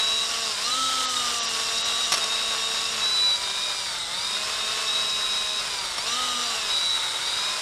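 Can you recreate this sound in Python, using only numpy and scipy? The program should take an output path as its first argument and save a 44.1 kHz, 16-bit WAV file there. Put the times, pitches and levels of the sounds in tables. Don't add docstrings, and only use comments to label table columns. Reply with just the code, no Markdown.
import sys
import numpy as np
from scipy.fft import rfft, irfft, next_fast_len
from scipy.io import wavfile
from scipy.ndimage import map_coordinates

SR = 44100
rng = np.random.default_rng(int(sys.argv[2]) if len(sys.argv) > 2 else 0)


def digitize_waveform(pressure):
    field = np.atleast_2d(pressure).T
    bounded = np.clip(field, -1, 1)
    quanta = np.round(bounded * 32767).astype(np.int16)
    wavfile.write(sys.argv[1], SR, quanta)


N = 335601
CRUISE_HZ = 215


def amp(db):
    return 10 ** (np.asarray(db) / 20)


def unit(x):
    return x / np.sqrt(np.mean(x ** 2) + 1e-20)


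def curves(rows):
    seconds, *columns = np.transpose(rows)
    return [np.interp(np.arange(N) / SR, seconds, column) for column in columns]


def wobble(rate, count=N):
    knots = rng.standard_normal(int(count * rate / SR) + 4)
    return map_coordinates(knots, [np.arange(count) * rate / SR])


def filtered(x, response):
    size = next_fast_len(N + 8192)
    return irfft(rfft(x, size) * response(np.fft.rfftfreq(size, 1 / SR)), size)[:N]


def along(points, hz):
    f, db = np.transpose(points)
    return amp(np.interp(np.log(hz + 1), np.log(f), db, left=-120, right=-120))


def noise(spectrum):
    return unit(filtered(rng.standard_normal(N), lambda hz: along(spectrum, hz)))


def shaft_noise(orders, turns):
    mean_hz = turns[-1] * SR / N
    band = noise([(order * mean_hz, db) for order, db in orders])
    return map_coordinates(band, [turns / mean_hz * SR])


def tone(cycles, waver_db, slip):
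    strength = np.sqrt(2) * unit(amp(waver_db * wobble(22)))
    return strength * np.sin(2 * np.pi * cycles + slip * wobble(70))


def speed_level(level, speed):
    cruise_db, doubling_db = level
    return cruise_db + doubling_db * np.log2(speed)


def open_air():
    # frequency in Hz, relative level in dB.
    rumble_bands = [(15, -7), (30, -2), (48, 3), (75, -3.5), (110, 0), (150, -3), (300, -6), (700, -17),
                    (3000, -47)]
    return amp(-54 + wobble(3.97)) * noise(rumble_bands)


def shaft():
    # time in seconds, motor turns per second before the flutter.
    speed_curve = [(0.0, 218.2), (0.36, 229.1), (0.47, 223.6), (0.57, 199.2), (0.68, 243.1), (0.78, 261.1),
                   (0.97, 260.1), (1.57, 222.7), (2.08, 232.1), (2.2, 220.0), (2.52, 224.2), (2.93, 224.6),
                   (3.33, 193.2), (3.64, 203.0), (3.77, 199.2), (4.07, 166.0), (4.26, 198.5), (4.45, 212.1),
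                   (4.83, 219.5), (5.17, 210.5), (5.66, 209.0), (5.95, 176.6), (6.0, 182.4), (6.08, 227.5),
                   (6.19, 252.9), (6.42, 241.5), (6.87, 184.9), (7.12, 175.7), (7.48, 206.1), (7.61, 206.7)]
    hz, = curves(speed_curve)
    hz = hz * (1 + 0.00116 * wobble(45))
    return hz / CRUISE_HZ, np.cumsum(hz) / SR


def vents(turns, level_db):
    # frequency in Hz, relative level in dB.
    air_bands = [(3000, -22), (5500, -8.5), (7000, 4), (8500, 2), (9400, -2.5), (10200, -15), (12500, -18),
                 (15000, -23)]
    pulse_db = 0.99 * np.cos(2 * np.pi * turns) + 1.3 * wobble(900)
    return amp(level_db - .5) * unit(noise(air_bands) * amp(pulse_db))


def housing(x):
    # frequency in Hz, gain in dB.
    resonances = [(520, -7.5), (680, 4), (780, -3), (1300, -1.5), (2000, -1), (2500, -18), (2800, 8.5),
                  (3200, 3), (4000, -4), (4350, -12.5), (4650, 3), (5550, -2.5), (5850, 1), (6200, -13),
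                  (6500, -5.5), (6800, 0.5), (9200, -1.5), (10500, -11.5), (13000, -20)]
    lowest, highest = resonances[0][0], resonances[-1][0] - 1
    return filtered(x, lambda hz: along(resonances, np.clip(hz, lowest, highest)))


def gearbox(speed, turns, level_db):
    # frequency in Hz, relative level in dB.
    rattle_bands = [(2600, -11), (3300, -7), (4300, -2.5), (4900, 0), (5600, 0), (6300, -8), (9000, -31),
                    (15000, -41)]
    # multiple of the motor speed, relative level in dB.
    mesh_bands = [(20, -11), (23, -6), (24.2, -7), (24.7, -3.5), (25.15, -1), (25.6, -18), (27, -25),
                  (40, -35), (46, -20), (51, -14), (55, -27)]
    planet_ratio = .688
    planet = np.cos(2 * np.pi * planet_ratio * turns)
    rattle_db = 2.5 * planet + 0.76 * np.cos(2 * np.pi * turns) + 2.0 * wobble(300)
    rattle = unit(noise(rattle_bands) * amp(rattle_db))
    mesh_db = 3.2 * planet + 3.3 * wobble(70)
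    mesh = unit(housing(shaft_noise(mesh_bands, turns)) * amp(mesh_db))
    return amp(level_db) * (amp(-2.0) * rattle + amp(-6) * mesh / speed ** 0.85)


def body_lift(hz):
    # centre in Hz, half width in Hz, lift at the centre in dB.
    body_peaks = [(241, 7.9, 4.5), (445, 20, 6), (1205, 42, 6), (1295, 49, 10)]
    return sum(db / (1 + ((hz - centre) / width) ** 2) for centre, width, db in body_peaks)


def motor(speed, turns):
    # level in dB at cruising speed before the body's lift, dB more per doubling of speed.
    main_levels = [(-58.5, 31.5), (-55.5, 23), (-44, 12.5), (-43, 12)]
    main_orders = [1, 2, 5, 12]
    # multiple of the motor speed, level in dB before the trim and the housing.
    hum_tones = [(3, -49.5), (4, -54.5), (6, -62), (7, -51), (8, -49.5)]
    # multiple of the motor speed, level in dB before the housing.
    whine_tones = [(12.57, -53), (13.26, -54.5), (14.63, -54.5), (20, -45), (21.5, -50), (21.7, -51),
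                   (24, -45.5), (24.9, -46.5), (25.15, -43.5), (29, -55), (30, -47), (31, -49), (34, -58),
                   (36, -54.5), (39, -55), (44, -52), (46, -54), (50, -47.5), (51, -62)]
    # multiple of the motor speed, relative level in dB.
    buzz_bands = [(10, -10), (11.7, 3), (12.4, 4.5), (13.5, -1), (15, -3.5), (18, 0)]

    backlash = 0.22 * speed ** 8
    main = np.zeros(N)
    for order, level in zip(main_orders, main_levels):
        level_db = speed_level(level, speed) + body_lift(order * speed * CRUISE_HZ)
        main += amp(level_db) * tone(order * turns, waver_db=1.63, slip=0.06 * order * backlash)
    hum = sum(amp(db) * tone(order * turns, waver_db=2.5, slip=0.44) for order, db in hum_tones)
    whine = sum(amp(db) * tone(order * turns, waver_db=3.0, slip=0.3 + backlash)
                for order, db in whine_tones)
    buzz = amp(-43) * shaft_noise(buzz_bands, turns) * speed ** 5.5
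    return main + housing(amp(-1.4) * hum + whine) + buzz


def clacks():
    # time in seconds, strength in dB.
    catches = [(2.1206, -16.5), (2.127, -22.5), (2.139, -20), (2.1437, -26), (2.172, -29), (2.179, -27),
               (2.2418, -26), (2.7146, -33), (5.982, -24.5)]
    # frequency in Hz, relative level in dB before
    # a random spread, time in seconds to fall 60 dB.
    iron_modes = [(200, -24, 0.17), (437, -13, 0.015), (710, -7.5, 0.092), (1150, -3, 0.059),
                  (1990, -9.5, 0.064), (2650, -8, .04), (4600, -14, 0.11), (4540, -10, 0.086),
                  (5480, 2.5, 0.069), (6040, -28, 0.045)]
    out, t = np.zeros(N + SR), np.arange(SR // 4) / SR
    crunch = noise([(150, -29), (500, -6.5), (2000, -9), (5500, -2), (7000, -10), (10000, -12.5), (15000, -40)])
    fade = amp(-4 - 60 * t / .008) + amp(-2 - 60 * t / .04) + amp(-21 - 60 * t / .18)
    for s, db in catches:
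        at = round(s * SR)
        ring = np.zeros(len(t))
        for hz, level, t60 in iron_modes:
            decay = amp(level + rng.normal(0, 0.92) - 60 * t / t60)
            ring += decay * np.sin(2 * np.pi * hz * t + rng.uniform(0, 2 * np.pi))
        out[at:at + len(t)] += amp(db) * (amp(-3.5) * ring + fade * crunch[at:at + len(t)])
    return out[:N]


def squeaks():
    # start in seconds, length in seconds, start pitch in Hz, end pitch in Hz, level in dB.
    slips = [(0.43, 0.03, 3660, 3750, -33), (0.633, 0.05, 4050, 4280, -30.5),
             (0.695, 0.062, 4050, 3890, -26.5), (1.25, .07, 3660, 3540, -36),
             (4.156, 0.062, 3680, 3700, -34), (6.058, 0.05, 4300, 4330, -37),
             (6.117, 0.028, 4150, 3800, -28.5)]
    out = np.zeros(N)
    for s, length, start_hz, end_hz, db in slips:
        size = round(length * SR)
        pitch = np.linspace(start_hz, end_hz, size) + 40 * wobble(190, count=size)
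        swell = np.sqrt(2 * np.hanning(size))
        out[round(s * SR):][:size] += amp(db) * swell * np.sin(2 * np.pi * np.cumsum(pitch) / SR)
    return out


def squeals():
    # start in seconds, length in seconds, pitch at the top of the arch in Hz, mid level in dB,
    # swell from start to end in dB.
    calls = [(-.1, 0.37, 3890, -25.5, -6), (.82, 0.092, 3910, -30.5, 4), (1.143, 0.084, 3830, -30.5, 4),
             (1.735, 0.34, 3845, -29.5, 2), (2.208, 0.066, 3870, -26.5, -8), (2.281, .29, 3806, -30.5, -3),
             (2.6, 0.33, 3795, -32.5, -4), (2.998, 0.37, 3952, -23.5, 4.5), (3.432, 0.31, 3785, -33.5, 0),
             (3.96, 0.093, 3860, -32.5, 0), (4.23, 0.17, 3790, -32.5, 5), (4.563, 0.16, 3770, -32, 4),
             (4.86, .77, 3850, -30, -6.5), (6.18, .21, 3850, -34, 7), (6.685, .31, 3913, -26, 2),
             (6.97, 0.16, 3880, -31.5, 1), (7.135, 0.042, 3950, -23.5, 4), (7.22, 0.32, 3834, -33, 3)]
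    grip_s, release_s = 0.034, 0.047
    ragged_below_db = -32.5
    scoop_hz, droop_hz, settle_s = 139.7, 95, .04
    out, now = np.zeros(N), np.arange(N) / SR
    for start, length, top_hz, level_db, swell_db in calls:
        on = (now > start) & (now < start + length)
        since, left = now[on] - start, start + length - now[on]
        grip = np.sqrt(np.minimum(since / grip_s, 1) * np.minimum(left / release_s, 1))
        db = level_db + swell_db * (since / length - .5)
        ragged = 1 / (1 + amp(2.6 * (db - ragged_below_db)))
        flat_hz = scoop_hz * np.exp(-since / settle_s) + droop_hz * np.exp(-left / settle_s)
        pitch = top_hz - flat_hz + (5 + 26 * ragged) * wobble(169.4, count=on.sum())
        flutter_db = (0.7 + 1.6 * ragged) * wobble(40, count=on.sum())
        wave = np.sqrt(2) * np.sin(2 * np.pi * np.cumsum(pitch) / SR)
        out[on] += grip * amp(db + flutter_db) * wave
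    return out


def stones(level_db):
    # frequency in Hz, relative level in dB.
    scrape_bands = [(150, -25), (320, -13), (480, -5), (800, -2.5), (1000, -0.5), (1350, 3), (1700, -2),
                    (2100, -0.5), (2500, -4), (3200, 0), (4400, -5), (6000, -12), (10000, -14),
                    (15000, -33.5)]
    # frequency in Hz, relative level in dB.
    ring_bands = [(3200, -17), (3580, -4.5), (3730, 2.5), (3830, -2.5), (4050, -1), (4500, -29)]
    scrape = unit(noise(scrape_bands) * amp(1.44 * wobble(250) + 0.99 * wobble(17)))
    ring = unit(noise(ring_bands) * amp(1.86 * wobble(45)))
    return amp(level_db) * (amp(6.5) * scrape + amp(4.5) * ring)


def scene():
    # time in seconds, change of the drill's rattle and air in dB, of the grinding in dB.
    drift = [(0, .8, -0.9), (.55, 0.9, -1.2), (1.0, 0.7, 0), (1.5, 1.9, -0.3), (2.5, 0, -0.2),
             (3.7, -.3, -0.4), (4.8, -0.5, 0.2), (5.6, -.8, -.9), (6.3, -1.7, .5), (6.9, 1, 1.8),
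             (7.61, -.5, 0.8)]
    # level in dB at cruising speed before drift and
    # the layers' own trims, dB more per doubling of speed.
    air_level = (-38, 9.4)
    gear_level = (-33.5, 7)
    grind_level = (-40, 4.3)
    speed, turns = shaft()
    drill_db, grind_db = curves(drift)
    air = vents(turns, speed_level(air_level, speed) + drill_db)
    gears = gearbox(speed, turns, speed_level(gear_level, speed) + drill_db)
    grinding = stones(speed_level(grind_level, speed) + grind_db)
    hone = clacks() + squeaks() + squeals() + grinding
    return (open_air() + air + gears + motor(speed, turns) + hone)[None]


def record(dry):
    # centre of the dip in seconds, length in seconds, depth in dB.
    treble_dips = [(1.072, .032, 16), (1.412, .034, 16), (1.474, .03, 14), (1.836, .032, 17)]
    top_hz = 15250
    t = np.arange(N) / SR
    dip_db = sum(depth * np.exp(-np.square(np.square(2 * (t - s) / length)))
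                 for s, length, depth in treble_dips)
    treble = filtered(dry[0], lambda hz: np.interp(hz, [5600, 9500], [0, 1]))
    dipped = dry[0] + treble * (amp(-dip_db) - 1)
    return filtered(dipped, lambda hz: hz < top_hz)[None]


dry = scene()
out = record(dry)
digitize_waveform(out)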